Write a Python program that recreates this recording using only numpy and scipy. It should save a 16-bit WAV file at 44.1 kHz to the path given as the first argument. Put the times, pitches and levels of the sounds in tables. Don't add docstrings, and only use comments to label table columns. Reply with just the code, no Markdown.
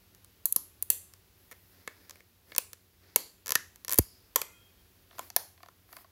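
import sys
import numpy as np
from scipy import signal
from scipy.fft import rfft, irfft, next_fast_len
from scipy.io import wavfile
from scipy.ndimage import uniform_filter1d, map_coordinates

SR = 44100
rng = np.random.default_rng(int(sys.argv[2]) if len(sys.argv) > 2 else 0)


def to_wav(s):
    ch = np.atleast_2d(s).T
    pcm = np.round(np.clip(ch, -1, 1) * 32767)
    wavfile.write(sys.argv[1], SR, pcm.astype(np.int16))


N = 269451
AJAR_S = 4.5


def amp(db):
    return 10 ** (np.asarray(db) / 20)


def unit(x):
    return x / np.sqrt(np.mean(x ** 2) + 1e-20)


def along(points, hz):
    point_hz, values = np.transpose(points)
    return np.interp(np.log(hz + 1), np.log(point_hz), values)


def clock(size):
    return np.arange(size) / SR


def wobble(rate):
    knots = rng.standard_normal(int(N * rate / SR) + 4)
    return map_coordinates(knots, [clock(N) * rate])


def filtered(x, response):
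    size = next_fast_len(2 * len(x))
    hz = np.fft.rfftfreq(size, 1 / SR)
    return irfft(rfft(x, size) * response(hz), size)[:len(x)]


def noise(spectrum):
    return unit(filtered(rng.standard_normal(N), lambda hz: amp(along(spectrum, hz))))


def add(track, s, sound):
    part = track[round(s * SR):][:len(sound)]
    part += sound[:len(part)]


# (frequency [Hz], relative density [dB per Hz])
AIR_SPECTRUM = [(25, -40), (42, -10.5), (90, -4.5), (150, -17), (373, -17.5), (610, -23.5), (1070, -25.5),
                (4400, -26.5), (6500, -30), (8800, -34), (11500, -26), (15700, -26.5), (16300, -52.5)]
# (frequency [Hz], mean rms level [dB])
HUM_PARTIALS = [(91.5, -72), (183.5, -79.5), (370, -82)]


def background():
    phase = 2 * np.pi * (clock(N) + 0.0021 * wobble(3.8))
    hum = np.zeros(N)
    for hz, db in HUM_PARTIALS:
        hum += amp(db + 1.2 * wobble(17)) * np.sqrt(2) * np.sin(hz * phase)
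    air_db = -64.8 + 0.8 * wobble(0.7)
    return hum + amp(air_db) * noise(AIR_SPECTRUM)


def resonance(hz, centre_hz, width_hz):
    return 1j * hz * width_hz / (centre_hz ** 2 - hz ** 2 + 1j * hz * width_hz)


# (centre [Hz], width [Hz], gain [dB])
PLASTIC_MODES = [(1034, 100, 1.5), (1410, 280, -2), (1763, 110, 1), (2197, 166, -2), (2580, 140, -2.5),
                 (3180, 600, -5), (4446, 850, -2), (5774, 786, 3.5), (7100, 1200, 0.5), (9220, 1400, -11),
                 (10770, 1570, 2.5), (11800, 3740, 0.5), (14840, 1950, -3.5)]
CLOSED_MODES = [(248, 820, -6.5), (501, 139, 5)]
AJAR_MODES = [(403, 280, -5), (685, 75, 10), (3510, 260, -1), (4670, 480, 6)]


def tub(hz, s):
    modes = (AJAR_MODES if s > AJAR_S else CLOSED_MODES) + PLASTIC_MODES
    bend = np.exp(0.027 * rng.standard_normal(len(modes)))
    response = 0
    for k, (centre_hz, width_hz, db) in enumerate(modes):
        sign = (-1) ** k
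        response = response + sign * amp(db) * resonance(hz, centre_hz * bend[k], width_hz)
    return response


# (frequency [Hz], time to fall by 60 dB [s])
ROOM_DECAY = [(200, 0.388), (1500, 0.33), (3300, 0.35), (4700, 0.3), (7500, 0.43), (11000, 0.36),
              (16000, 0.24)]
# (frequency [Hz], relative level [dB])
ROOM_TINT = [(150, 9.5), (600, 0.5), (2000, 2), (4500, 0.5), (8000, -4), (11500, -4.5), (15600, -4.5),
             (16400, -24.5)]


def in_room(sound, room_db, size=512):
    hz, t, grains = signal.stft(rng.standard_normal(SR // 2), SR, nperseg=size)
    power = np.sum(np.abs(signal.stft(sound, nperseg=size)[2]) ** 2, axis=1)
    colour = np.sqrt(np.abs(uniform_filter1d(power, size=3)))
    fade = amp(along(ROOM_TINT, hz)[:, None] - 60 * t / along(ROOM_DECAY, hz)[:, None])
    tail = signal.istft(grains * colour[:, None] * fade, SR, nperseg=size)[1]
    tail = tail * (1 - np.exp(-(clock(len(tail)) / 0.00073) ** 2))
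    tail = filtered(tail, lambda f: f ** 2 / (f ** 2 + 170 ** 2))
    heard = amp(room_db) * np.linalg.norm(sound) * tail / np.linalg.norm(tail)
    add(heard, 0, sound)
    return heard


# (from [Hz], to [Hz])
PART_BANDS = [(100, 780), (780, 3800), (3800, 8800), (8800, 16500)]


def click(s, levels_db, spot_hz, spot_db, crackle_db, crackle_t60, table_db):
    t = clock(size=2048)
    crackle = rng.standard_normal(len(t)) * rng.exponential(size=len(t)) * amp(-60 * t / crackle_t60)
    force = amp(crackle_db) * crackle / np.linalg.norm(crackle)
    force[0] += 1
    late = t - 0.0022
    bounce = rng.standard_normal(len(t)) * (late > 0) * amp(-60 * np.abs(late) / 0.0036)
    force += amp(table_db) * bounce / np.linalg.norm(bounce)

    def response(hz):
        return tub(hz, s) * (1 + amp(spot_db) * resonance(hz, spot_hz, 0.25 * spot_hz))

    ring = filtered(force, response)
    total = np.zeros(len(t))
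    for db, band in zip(levels_db, PART_BANDS):
        part = signal.sosfilt(signal.butter(3, band, "bandpass", fs=SR, output="sos"), ring)
        total += amp(db) * part / np.linalg.norm(part)
    return np.sqrt(0.007 * SR) * total


def arch(values, count):
    return np.polyval(np.polyfit([-1, 0, 1], values, 2), np.linspace(-1, 1, count))


# (time [s], ticks [count], (first, middle, last gap [s]),
# (first, middle, last rim level [dB]), edge against rim in the first tick [dB])
STICK_SLIP_RUNS = [(3.4604, 6, (0.009, 0.0124, 0.0143), (-43, -36.5, -27), -3),
                   (3.8814, 3, (0.013, 0.0129, 0.0129), (-36, -34.5, -39), -2.5),
                   (3.916, 5, (0.0082, 0.0094, 0.0145), (-36.5, -33.5, -49), 5)]
RUN_BRIGHTENS_DB = 4.5


def run_ticks():
    ticks = []
    for s, count, gaps, levels_db, bright_db in STICK_SLIP_RUNS:
        steps = np.exp(arch(np.log(gaps), count - 1))
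        times = s + np.cumsum([0, *steps])
        brightness_db = bright_db + np.linspace(0, RUN_BRIGHTENS_DB, count)
        ticks += zip(times, arch(levels_db, count), brightness_db)
    return ticks


# (time [s], rim level [dB], brightness: edge against rim [dB])
SINGLE_SLIPS = [(0.1485, -60, 0.5), (0.2462, -60, 5.5), (1.137, -53, -2), (2.0958, -48, -3),
                (2.1085, -46.5, -7), (2.5497, -43.5, -15), (2.5629, -36.5, 0.5), (2.732, -45.5, 0.5),
                (3.7589, -55, 1), (3.8479, -44, 2.5), (3.9784, -41.5, 9), (5.302, -43.5, -4.5)]
SLIP_TUB_DB, SLIP_LID_DB = -16.5, -6


def slips():
    track = np.zeros(N)
    for s, db, bright_db in SINGLE_SLIPS + run_ticks():
        levels_db = db + np.array([SLIP_TUB_DB, SLIP_LID_DB, 0, bright_db])
        tick = click(s, levels_db, spot_hz=1730, spot_db=-13.5,
                     crackle_db=-11.5, crackle_t60=0.006, table_db=-11.5)
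        add(track, s, in_room(tick, room_db=-16.5))
    return track


def gulp(db, start_hz, end_hz, glide, attack, t60):
    t = clock(size=8192)
    hz = end_hz + (start_hz - end_hz) * np.exp(-t / glide)
    envelope = amp(db - 60 * t / t60) * (1 - np.exp(-t / attack))
    return envelope * np.sin(2 * np.pi * np.cumsum(hz) / SR)


# (time [s], edge level [dB], thinness: lid below edge [dB],
# level of the air in the tub [dB], room answer against the direct sound [dB], ring of the bent spot [Hz])
RIM_SNAPS = [(0.4564, -20, 29.5, -55.5, -12.5, 1230), (0.5243, -22, 40, -63, -35, 2560),
             (0.562, -19, 23, -42.5, -14.5, 1100), (0.825, -26, 30.5, -55.5, -19.5, 2400),
             (0.902, -16.5, 22.5, -47.5, -10.5, 2700), (2.5815, -19.5, 11, -40.5, -18, 2400),
             (3.16, -16, 12.5, -31, -16, 2230), (3.5539, -22, -0.5, -38.5, -16, 1555),
             (3.9863, -13.5, 19.5, -37.5, -23, 4640), (3.9888, -27.5, 11, -46, -28, 2200),
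             (4.359, -18.5, 7, -33, -13, 1020), (4.4163, -31, 5, -42, -15.5, 2060),
             (5.3635, -19, 11, -32.5, -14.5, 1240)]
SNAP_RIM_SHARE = 0.5
PUFF_DB = -16.5


def snaps():
    track = np.zeros(N)
    for s, db, thin_db, tub_db, room_db, spot_hz in RIM_SNAPS:
        levels_db = [tub_db, db - thin_db, db - SNAP_RIM_SHARE * thin_db, db]
        snap = click(s, levels_db, spot_hz, spot_db=4.5, crackle_db=-1.0, crackle_t60=0.016, table_db=-4.5)
        puff = gulp(db=tub_db + PUFF_DB, start_hz=330, end_hz=60, glide=0.01, attack=0.002, t60=0.053)
        add(track, s, in_room(snap, room_db))
        add(track, s, puff)
    return track


# (start of full contact [s], length of full contact [s], body level [dB], hiss level [dB])
SKIN_RUBS = [(1.403, 0.33, -71.5, -58), (1.772, 0.42, -63, -59), (2.516, 0.02, -60, -52.5),
             (3.053, 0.1, -63, -66), (5.143, 0.082, -61.5, -58), (5.231, 0.045, -61.5, -48),
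             (5.941, 0.075, -61, -48.5)]
# (frequency [Hz], relative density [dB per Hz])
MURMUR_SPECTRUM = [(140, 1), (300, 15), (500, 11), (1100, 3.5), (1900, 10.5), (3000, -1), (5000, 7.5),
                   (8500, -10), (12000, -25)]
HISS_SPECTRUM = [(5000, -22.5), (9000, -12.5), (11500, -3.5), (13500, -4), (15600, -5), (16200, -15.5)]
RUB_ATTACK_S, RUB_RELEASE_S = 0.079, 0.034


def rubs():
    t, body, hiss = clock(N), np.zeros(N), np.zeros(N)
    for s, length, body_db, hiss_db in SKIN_RUBS:
        corners = [s - RUB_ATTACK_S, s, s + length, s + length + RUB_RELEASE_S]
        contact = np.interp(t, corners, [0, 1, 1, 0])
        body += contact * amp(body_db)
        hiss += contact * amp(hiss_db)
    catches = (rng.random(N) < 70 / SR) * rng.uniform(0.21, 1, N)
    grip = unit(0.83 + signal.fftconvolve(catches, amp(-60 * clock(size=1024) / 0.017))[:N])
    murmur = amp(-3.5) * body * grip * noise(MURMUR_SPECTRUM)
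    return murmur + amp(-10.5) * hiss * noise(HISS_SPECTRUM)


# (from [s], to [s])
FUMBLE_SPANS = [(5.099, 5.18), (5.58, 5.62), (5.9, 6.02)]
TOUCHES_PER_S, TOUCH_DB, TOUCH_SPREAD_DB, TOUCH_HARDNESS_DB = 40, -60, 3.5, -26


def touches():
    spans = [np.arange(start, end, 1 / TOUCHES_PER_S) for start, end in FUMBLE_SPANS]
    found = []
    for s in np.concatenate(spans):
        late, force = rng.uniform(-1, 1, 2)
        time = s + 0.5 * late / TOUCHES_PER_S
        found.append((time, TOUCH_DB + TOUCH_SPREAD_DB * force, TOUCH_HARDNESS_DB))
    return found


# (time [s], lid level [dB], hardness: edge against lid [dB])
FINGER_TAPS = [(1.513, -49.5, -2), (1.5196, -52, -0.5), (1.526, -53.5, -5), (1.8757, -35.5, -11.5),
               (2.1563, -58, -6), (2.2045, -55.5, -15), (2.5193, -45.5, -20), (5.1834, -45, -6),
               (5.1925, -35.5, -4.5), (5.631, -48, -11), (5.6604, -55, -10), (5.6854, -51.5, -12),
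               (5.9279, -49.5, -1.5), (5.9671, -46.5, -4), (6.0447, -56, -22)]
TAP_TUB_DB, TAP_RIM_DB = -8, -3
TAP_RIM_SHARE = 0.41
TAUT_LID_HZ, LOOSE_LID_HZ = 2100, 1128


def taps():
    track = np.zeros(N)
    for s, db, hard_db in FINGER_TAPS + touches():
        levels_db = db + np.array([TAP_TUB_DB, 0, TAP_RIM_DB + TAP_RIM_SHARE * hard_db, hard_db])
        spot_hz = LOOSE_LID_HZ if s > AJAR_S else TAUT_LID_HZ
        knock = click(s, levels_db, spot_hz, spot_db=8, crackle_db=6, crackle_t60=0.0027, table_db=-1.0)
        add(track, s, in_room(knock, room_db=-13.0))
    return track


# (time [s], centre [Hz], width of the filter,
# which is applied twice [Hz], rms level at the top of the swell [dB], time to the top [s])
FAINT_BANDS = [(3.157, 4420, 850, -51, 0.036), (3.991, 4960, 800, -62, 0.068), (4.39, 2088, 60, -61, 0.039),
               (4.42, 2494, 34.6, -69, 0.072), (4.46, 1390, 40, -73.5, 0.063),
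               (4.52, 3235, 30, -67.5, 0.073)]


def faint_bands():
    track, t = np.zeros(N), clock(size=SR)
    for s, centre_hz, width_hz, db, rise in FAINT_BANDS:
        tone = filtered(rng.standard_normal(SR), lambda hz: resonance(hz, centre_hz, width_hz) ** 2)
        swell = t / rise * np.exp(1 - t / rise)
        add(track, s, amp(db) * unit(tone) * swell)
    return track


def pop():
    track = np.zeros(N)
    plop = -gulp(db=-5.5, start_hz=465, end_hz=285, glide=0.0019, attack=0.000426, t60=0.013)
    puff = gulp(db=-14.5, start_hz=135.8, end_hz=47.4, glide=0.01, attack=0.0012, t60=0.074)
    add(track, 3.9903, plop)
    add(track, 3.9939, puff)
    return track


def scene():
    return (background() + slips() + snaps() + rubs() + taps() + faint_bands() + pop())[None]


TOP_HZ = 16750


def record(dry):
    rounded = dry[0] / (1 + np.abs(dry[0] / 0.95) ** 6) ** (1 / 6)
    return filtered(rounded, lambda hz: 1 / (1 + (hz / TOP_HZ) ** 120))[None]


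dry = scene()
out = record(dry)
to_wav(out)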